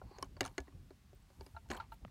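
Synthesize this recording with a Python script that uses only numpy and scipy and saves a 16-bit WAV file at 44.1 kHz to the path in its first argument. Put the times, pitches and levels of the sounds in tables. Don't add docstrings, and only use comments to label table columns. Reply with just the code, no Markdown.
import sys
import numpy as np
from scipy import signal
from scipy.fft import rfft, irfft
from scipy.io import wavfile
from scipy.ndimage import uniform_filter1d

SR = 44100
rng = np.random.default_rng(int(sys.argv[2]) if len(sys.argv) > 2 else 0)


def volts_from_db(level):
    exponent = np.asarray(level, float) / 20
    return 10 ** exponent


def log_audio(samples):
    frames = np.atleast_2d(samples).T
    limited = np.clip(frames, -1, 1)
    pcm = np.round(limited * 32767).astype(np.int16)
    wavfile.write(sys.argv[1], SR, pcm)


N = 92610

# pitch_hz, level_db, t60_s (time to fade by 60 dB)
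HOLDER = [(272, -2, 0.12), (382.6, 4.5, 0.059), (550, -15, 0.084), (742, -8, 0.11), (1066, -3, 0.05),
          (1460, -1, 0.029), (1682, -10.5, 0.082), (2274, -4.5, 0.057), (2810, -2, 0.024),
          (3900, -10, 0.09), (4290, -2, 0.13), (5340, -2, 0.0082), (6720, -6.5, 0.029)]
# pitch_hz, level_db, t60_s
GRIP = [(372, -10.5, 0.068), (677, -3, 0.065), (900, 8, 0.051), (1230, 1, 0.023), (1374, 9, 0.04),
        (1612, -3, 0.043), (2800, -19.5, 0.057), (3900, -2, 0.039), (4360, -12, 0.038)]
STRIKE_RISE_S = 0.0001


def rms_one(x):
    return x / np.sqrt(np.mean(x ** 2) + 1e-30)


def in_time(rows):
    s, *columns = np.transpose(rows)
    return [np.interp(np.arange(N) / SR, s, column) for column in columns]


def cut(x, hz, kind, order=2):
    return signal.sosfilt(signal.butter(order, hz, kind, fs=SR, output="sos"), x)


def add(out, s, sound):
    i = int(s * SR)
    out[i:i + len(sound)] += sound[:N - i]


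def rings(hz, level_db, t60, phase, rise_s, size=SR // 8):
    t = np.arange(size) / SR
    hz, level_db, t60, phase = (np.asarray(v)[:, None] for v in (hz, level_db, t60, phase))
    swell = 1 - np.exp(-t / (rise_s + 0.21 / hz))
    fade = volts_from_db(level_db - 60 * t / t60)
    return (fade * swell * np.sin(2 * np.pi * (hz * t + phase))).sum(axis=0)


def air():
    # pitch_hz, level_db
    color = [(59, -12.5), (100, -3.5), (229, -12), (502, -30.5), (801, -23), (910, -30.5), (1080, -24),
             (4290, -29), (16000, -38.5)]
    hz, level_db = np.transpose(color)
    f = np.maximum(np.fft.rfftfreq(N, 1 / SR), 1)
    shape = volts_from_db(np.interp(np.log(f), np.log(hz), level_db, left=-40, right=level_db[-1]))
    return volts_from_db(-69.5) * rms_one(irfft(rfft(rng.standard_normal(N)) * shape, N))


def wind():
    # time_s, level_db
    gusts = [(0.0, -63.5), (0.06, -48.5), (0.13, -71), (0.18, -54.5), (0.51, -52), (0.55, -67),
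             (0.61, -50.5), (0.66, -70), (0.75, -51), (0.98, -66), (1.17, -60), (1.34, -68), (1.41, -50.5),
             (1.45, -64), (1.78, -51.5), (2.0, -65.5), (2.03, -47.5), (2.1, -60.5)]
    low = cut(rng.standard_normal(N + SR), 41, "high", order=3)
    low = cut(low, 83.8, "low")[SR:]
    low = low / np.sqrt(uniform_filter1d(low ** 2, size=3500) + 1e-12)
    lumps = rms_one(cut(rng.standard_normal(N + SR), 3.02, "low")[SR:])
    return volts_from_db(-2 + in_time(gusts)[0] + 1.45 * lumps) * rms_one(low)


def swishes():
    # center_s, length_s, level_db, lowest_hz
    brushes = [
        (1.776, 0.0056, -63.5, 10100),
        (1.934, 0.016, -69, 8300),
    ]
    # center_s, length_s, level_db, lowest_hz
    whistle = (1.455, 0.03, -79, 11200)
    t, hiss = np.arange(N) / SR, rng.standard_normal(N)
    s, length_s, level_db, hz = whistle
    narrow = rms_one(cut(hiss, [hz, hz * 1.12], "band"))
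    out = volts_from_db(level_db) * np.exp(-((t - s) / length_s) ** 2) * narrow
    for s, length_s, level_db, hz in brushes:
        puff = np.exp(-((t - s) / length_s) ** 2)
        out += volts_from_db(level_db) * puff * rms_one(cut(hiss, hz, "high", order=4))
    return out


def bag():
    # start_s, level_db, pitch_hz
    thumps = [
        (0.052, -50, 61.7),
        (0.232, -45.5, 81),
        (0.412, -36.5, 108),
        (0.598, -40.5, 67),
        (1.408, -48, 62),
        (1.539, -40.5, 76),
        (1.695, -38.5, 68.6),
        (1.897, -46.5, 53.6),
        (2.026, -45.5, 108.6),
    ]
    out, t = np.zeros(N), np.arange(SR // 4) / SR
    for s, level_db, hz in thumps:
        fade = volts_from_db(level_db - 60 * t * hz / 10.8)
        swell = 1 - np.exp(-t / 0.0053)
        add(out, s, fade * swell * np.sin(2 * np.pi * hz * t))
    return out


def squeal():
    from_s, to_s = 0.04, 0.18
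    pitch_hz, width_hz = 4380, 470
    swell_db = in_time([(from_s - .01, -60), (from_s, -17), (to_s - .01, 0), (to_s, -6), (to_s + .005, -60)])[0]
    band = [pitch_hz - width_hz / 2, pitch_hz + width_hz / 2]
    return volts_from_db(-70.5 + swell_db) * rms_one(cut(rng.standard_normal(N), band, "band"))


def rub():
    # time_s, level_db, grit_db (hiss against ringing)
    pressure = [(0, -80.5, -15), (.09, -70, -28), (.17, -62.5, -10), (.26, -68.5, 0), (.3, -115, -12),
                (.42, -78, -16), (.46, -47, -22), (.49, -67, -1.5), (.55, -80, 5), (.69, -76.5, -6),
                (.8, -101, -21), (1.35, -78, 5), (1.44, -76, 6.5), (1.68, -91.5, 11), (1.72, -52, -4),
                (1.78, -54.5, -15), (1.84, -61.5, -20), (1.88, -86, -15)]
    slips_per_s, spread_db = 4500, 3.5
    happens = rng.random(N) < slips_per_s / SR
    size = volts_from_db(spread_db * np.minimum(rng.exponential(1, N), 4))
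    grains = happens * size * rng.choice([-1, 1], N)
    hz, mode_db, t60 = np.transpose(HOLDER[2:] + GRIP[2:5])
    tilted_db = mode_db - 7 * np.log2(hz / 1000)
    ring = rings(hz, tilted_db, 0.13 * t60, rng.random(len(hz)), 0)
    body = rms_one(signal.fftconvolve(grains, ring)[:N])
    hiss = volts_from_db(-8) * rms_one(cut(grains, [1800, 13000], "band"))
    level_db, grit_db = in_time(pressure)
    return volts_from_db(level_db) * (body + volts_from_db(grit_db) * hiss)


def pings():
    # start_s, level_db, pitch_hz, t60_s
    notes_alone = [(0.2271, -31, 1078, 0.027), (.2263, -29, 5450, 0.0062), (.2265, -47, 3036, 0.042),
                   (.2272, -47.5, 4410, .022), (.2265, -43, 1680, 0.026), (.2263, -43.5, 11250, .006),
                   (.1855, -49, 5040, .01), (.4076, -21.5, 4440, 0.0051), (.4077, -28, 6800, 0.0063),
                   (.408, -28.5, 1650, 0.011), (.4078, -39, 12000, .006), (.4085, -32, 2820, 0.021),
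                   (.4085, -41, 3760, 0.031), (.581, -36, 6560, 0.01), (.5805, -43, 1710, 0.04),
                   (.581, -49, 9080, 0.011), (.5802, -36, 2830, 0.018), (.58, -42.5, 4290, 0.018),
                   (2.0495, -45, 1790, 0.0056), (.367, -50.5, 4560, 0.02), (0.582, -32, 384, 0.048),
                   (.584, -43.5, 272, 0.099), (.4095, -31.5, 387, 0.048), (.414, -37.5, 272, 0.11),
                   (2.05, -35, 616, 0.01), (2.0495, -43.5, 1270, 0.013), (2.0497, -40.5, 2900, 0.0036),
                   (2.052, -43, 176, 0.053)]
    # start_s, level_db, pitch_hz, t60_s
    ticks = [(.4311, -46, 5300, .005), (.4445, -55, 7940, .008), (.4447, -57, 9700, .008),
             (.449, -45, 3500, .01), (.4512, -44, 9150, .008), (.4514, -46, 4400, .01),
             (0.452, -39, 1360, 0.026), (.4568, -39.5, 935, 0.029), (.4612, -41, 6200, .01),
             (.4642, -51, 6300, .01), (.4685, -57, 8900, .008), (.477, -54, 9000, .01),
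             (.48, -50, 2950, .01), (1.148, -66, 15000, 0.018), (1.158, -67.5, 8450, 0.025),
             (1.224, -67, 8000, 0.016), (1.4089, -50, 4580, 0.014), (1.464, -54.5, 9130, 0.012),
             (1.4645, -60, 5000, .02), (1.7014, -40.5, 3040, .008), (1.7046, -53, 4700, 0.0057),
             (1.7048, -51, 7500, .008), (1.7143, -44, 6600, 0.0078), (1.7145, -50, 8000, 0.0056),
             (1.715, -24.5, 1710, 0.0071), (1.72, -44, 2800, .01), (1.7272, -56, 8000, 0.0088),
             (1.7358, -54, 7600, 0.0092), (1.737, -42, 2000, .008), (1.7482, -35.5, 1530, 0.0088),
             (1.7522, -41, 1610, 0.0089), (1.7682, -48, 4000, 0.0091), (1.7706, -54, 9400, .008),
             (1.707, -35.5, 233, .07), (1.7742, -43, 3180, 0.0083)]
    out = np.zeros(N)
    for s, level_db, hz, t60 in notes_alone + ticks:
        add(out, s, rings([hz], [level_db], [t60], [0], STRIKE_RISE_S))
    return out


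def blows(rows, body, crack_db, rise_s, point_db, low_hz, cut_hz, crack_s, seated_damp=1):
    out, (hz, mode_db, t60) = np.zeros(N), np.transpose(body)
    luck, spread = rng.random((len(rows), 3, 120)), rng.standard_normal((len(rows), 16))
    lingers = np.arange(120) % 2
    t60 = np.where(hz > 3000, np.minimum(t60, 0.02), t60)
    octaves_up = np.log2(np.maximum(hz / 1000, 1))
    for (s, level_db, tilt_db, point_hz, low_db), u, g in zip(rows, luck, spread):
        g = g[:len(hz)]
        db = np.where(hz < 450, low_db - 3, tilt_db * octaves_up) + mode_db + 4 * g
        db -= 20 * (np.abs(hz / point_hz - 1) < .07)
        db = np.append(db, point_db + 0.45 * tilt_db * max(np.log2(point_hz / 1000), 0))
        all_hz = np.append(hz * (1 + .005 * g), point_hz)
        all_t60 = np.append(t60, max(41 / point_hz, 0.011))
        if s > 1.65:
            all_t60 = all_t60 * seated_damp
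        sound = rings(all_hz, db, all_t60, u[1, :len(db)], rise_s)
        crowd = np.geomspace(low_hz, 15500, 120) * (1 + .03 * u[0])
        crowd_db = crack_db + (tilt_db + 0.23) * np.log2(np.maximum(crowd / 1000, 1))
        crowd_db = crowd_db - 10 * np.log10(1 + (crowd / cut_hz) ** 6) - 6.5 * lingers
        crowd_t60 = np.maximum(44.7 / crowd, crack_s) * 2.11 ** lingers
        sound[:2000] += rings(crowd, crowd_db, crowd_t60, .6 * u[2], 0.79 * rise_s, size=2000)
        total = np.sqrt(np.sum(volts_from_db(2 * db)) + np.sum(volts_from_db(2 * crowd_db)))
        add(out, s, volts_from_db(level_db) * sound / total)
    return out


def grip_taps():
    # start_s, level_db, tilt_db (brightness per octave), point_hz (note of the spot), low_db (level of
    # the grip's notes below 450 Hz)
    taps = [
        (1.547, -47, -27, 845, 0),
        (1.5645, -32.5, -1, 4060, 0),
        (1.657, -53, -28, 840, 0),
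        (1.7995, -26.5, 3, 3900, 0.0045),
        (1.9195, -34, 1.5, 4080, 0),
        (1.956, -64, 7, 1900, 0),
    ]
    return blows(taps, GRIP, crack_db=-23.5, rise_s=0.0036, point_db=4.5, low_hz=1694, cut_hz=3250, crack_s=0.047)


def holder_knocks():
    # start_s, level_db, tilt_db (brightness per octave), point_hz (note of the spot), low_db
    knocks = [(.016, -44.5, -49, 1400, -7), (.112, -47.5, -6, 4630, 8), (.119, -54.5, -22, 810, 6),
              (.185, -42.5, -6, 6460, -5), (.2262, -36, -0.5, 9530, 4.5), (.2445, -51, -1, 6400, -7),
              (.367, -47, -6, 4540, 2), (.376, -56, -22, 900, -2), (.4076, -23, 1.5, 2026, -8.5),
              (.511, -59, -14, 1310, 11), (.5805, -29, -1, 2023, -14), (.603, -44.5, 2, 6570, 16),
              (.672, -59, -1.5, 1080, 8), (.680, -48.5, -6, 1910, 11), (.724, -60, -4, 1110, 8),
              (.906, -46, -8.5, 4270, 9.5), (1.131, -53.5, -1, 563, 13.5), (1.303, -58, 0.5, 550, 11),
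              (1.409, -42, 0, 900, 11.5), (1.464, -47.5, -0.5, 5000, 10.5)]
    chatter = [(0.4309, -40.5, -1, 1780, -3), (.441, -42.5, 1, 3900, -2), (0.4511, -39.5, 3, 6300, 8),
               (0.452, -45.5, 2, 897, -3), (.461, -40, 3.5, 9630, -26), (.468, -43, 1.5, 5300, -10),
               (.477, -44, 1.5, 3100, -2), (1.688, -55, 4, 7000, -16), (1.7022, -34.5, 0, 216, 1.5),
               (1.7039, -37.5, -2, 352, -11), (1.709, -35, -3.5, 6500, -1), (1.714, -33.5, 1, 1740, -34),
               (1.7265, -46, -1, 1090, 5), (1.734, -43.5, 0.5, 1960, -8), (1.743, -46, -2, 1410, 0),
               (1.7475, -44.5, -1, 7900, 5), (1.752, -42, -5, 7700, 6), (1.7655, -46, 4.5, 7900, 11),
               (1.772, -43.5, -1.5, 3120, -3), (1.942, -57, 0, 12000, 9), (2.08, -58, -6, 1900, -6),
               (0.4102, -30.5, -2.5, 6280, 1.5)]
    return blows(knocks + chatter, HOLDER, crack_db=-8, rise_s=STRIKE_RISE_S, point_db=12, low_hz=499.3,
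                 cut_hz=7370, crack_s=0.018, seated_damp=0.68)


def scene():
    background = air() + wind() + swishes()
    slide = bag() + rub() + squeal()
    strikes = pings() + grip_taps() + holder_knocks()
    return (background + slide + strikes)[None]


def low_pass(x):
    return signal.sosfilt(signal.butter(12, 16520, fs=SR, output="sos"), x)


def record(dry):
    low_cut = cut(dry, 24, "high", order=3)
    top_cut = signal.cheby2(12, 60, 16800, fs=SR, output="sos")
    return low_pass(signal.sosfilt(top_cut, low_cut))


dry = scene()
out = record(dry)
log_audio(out)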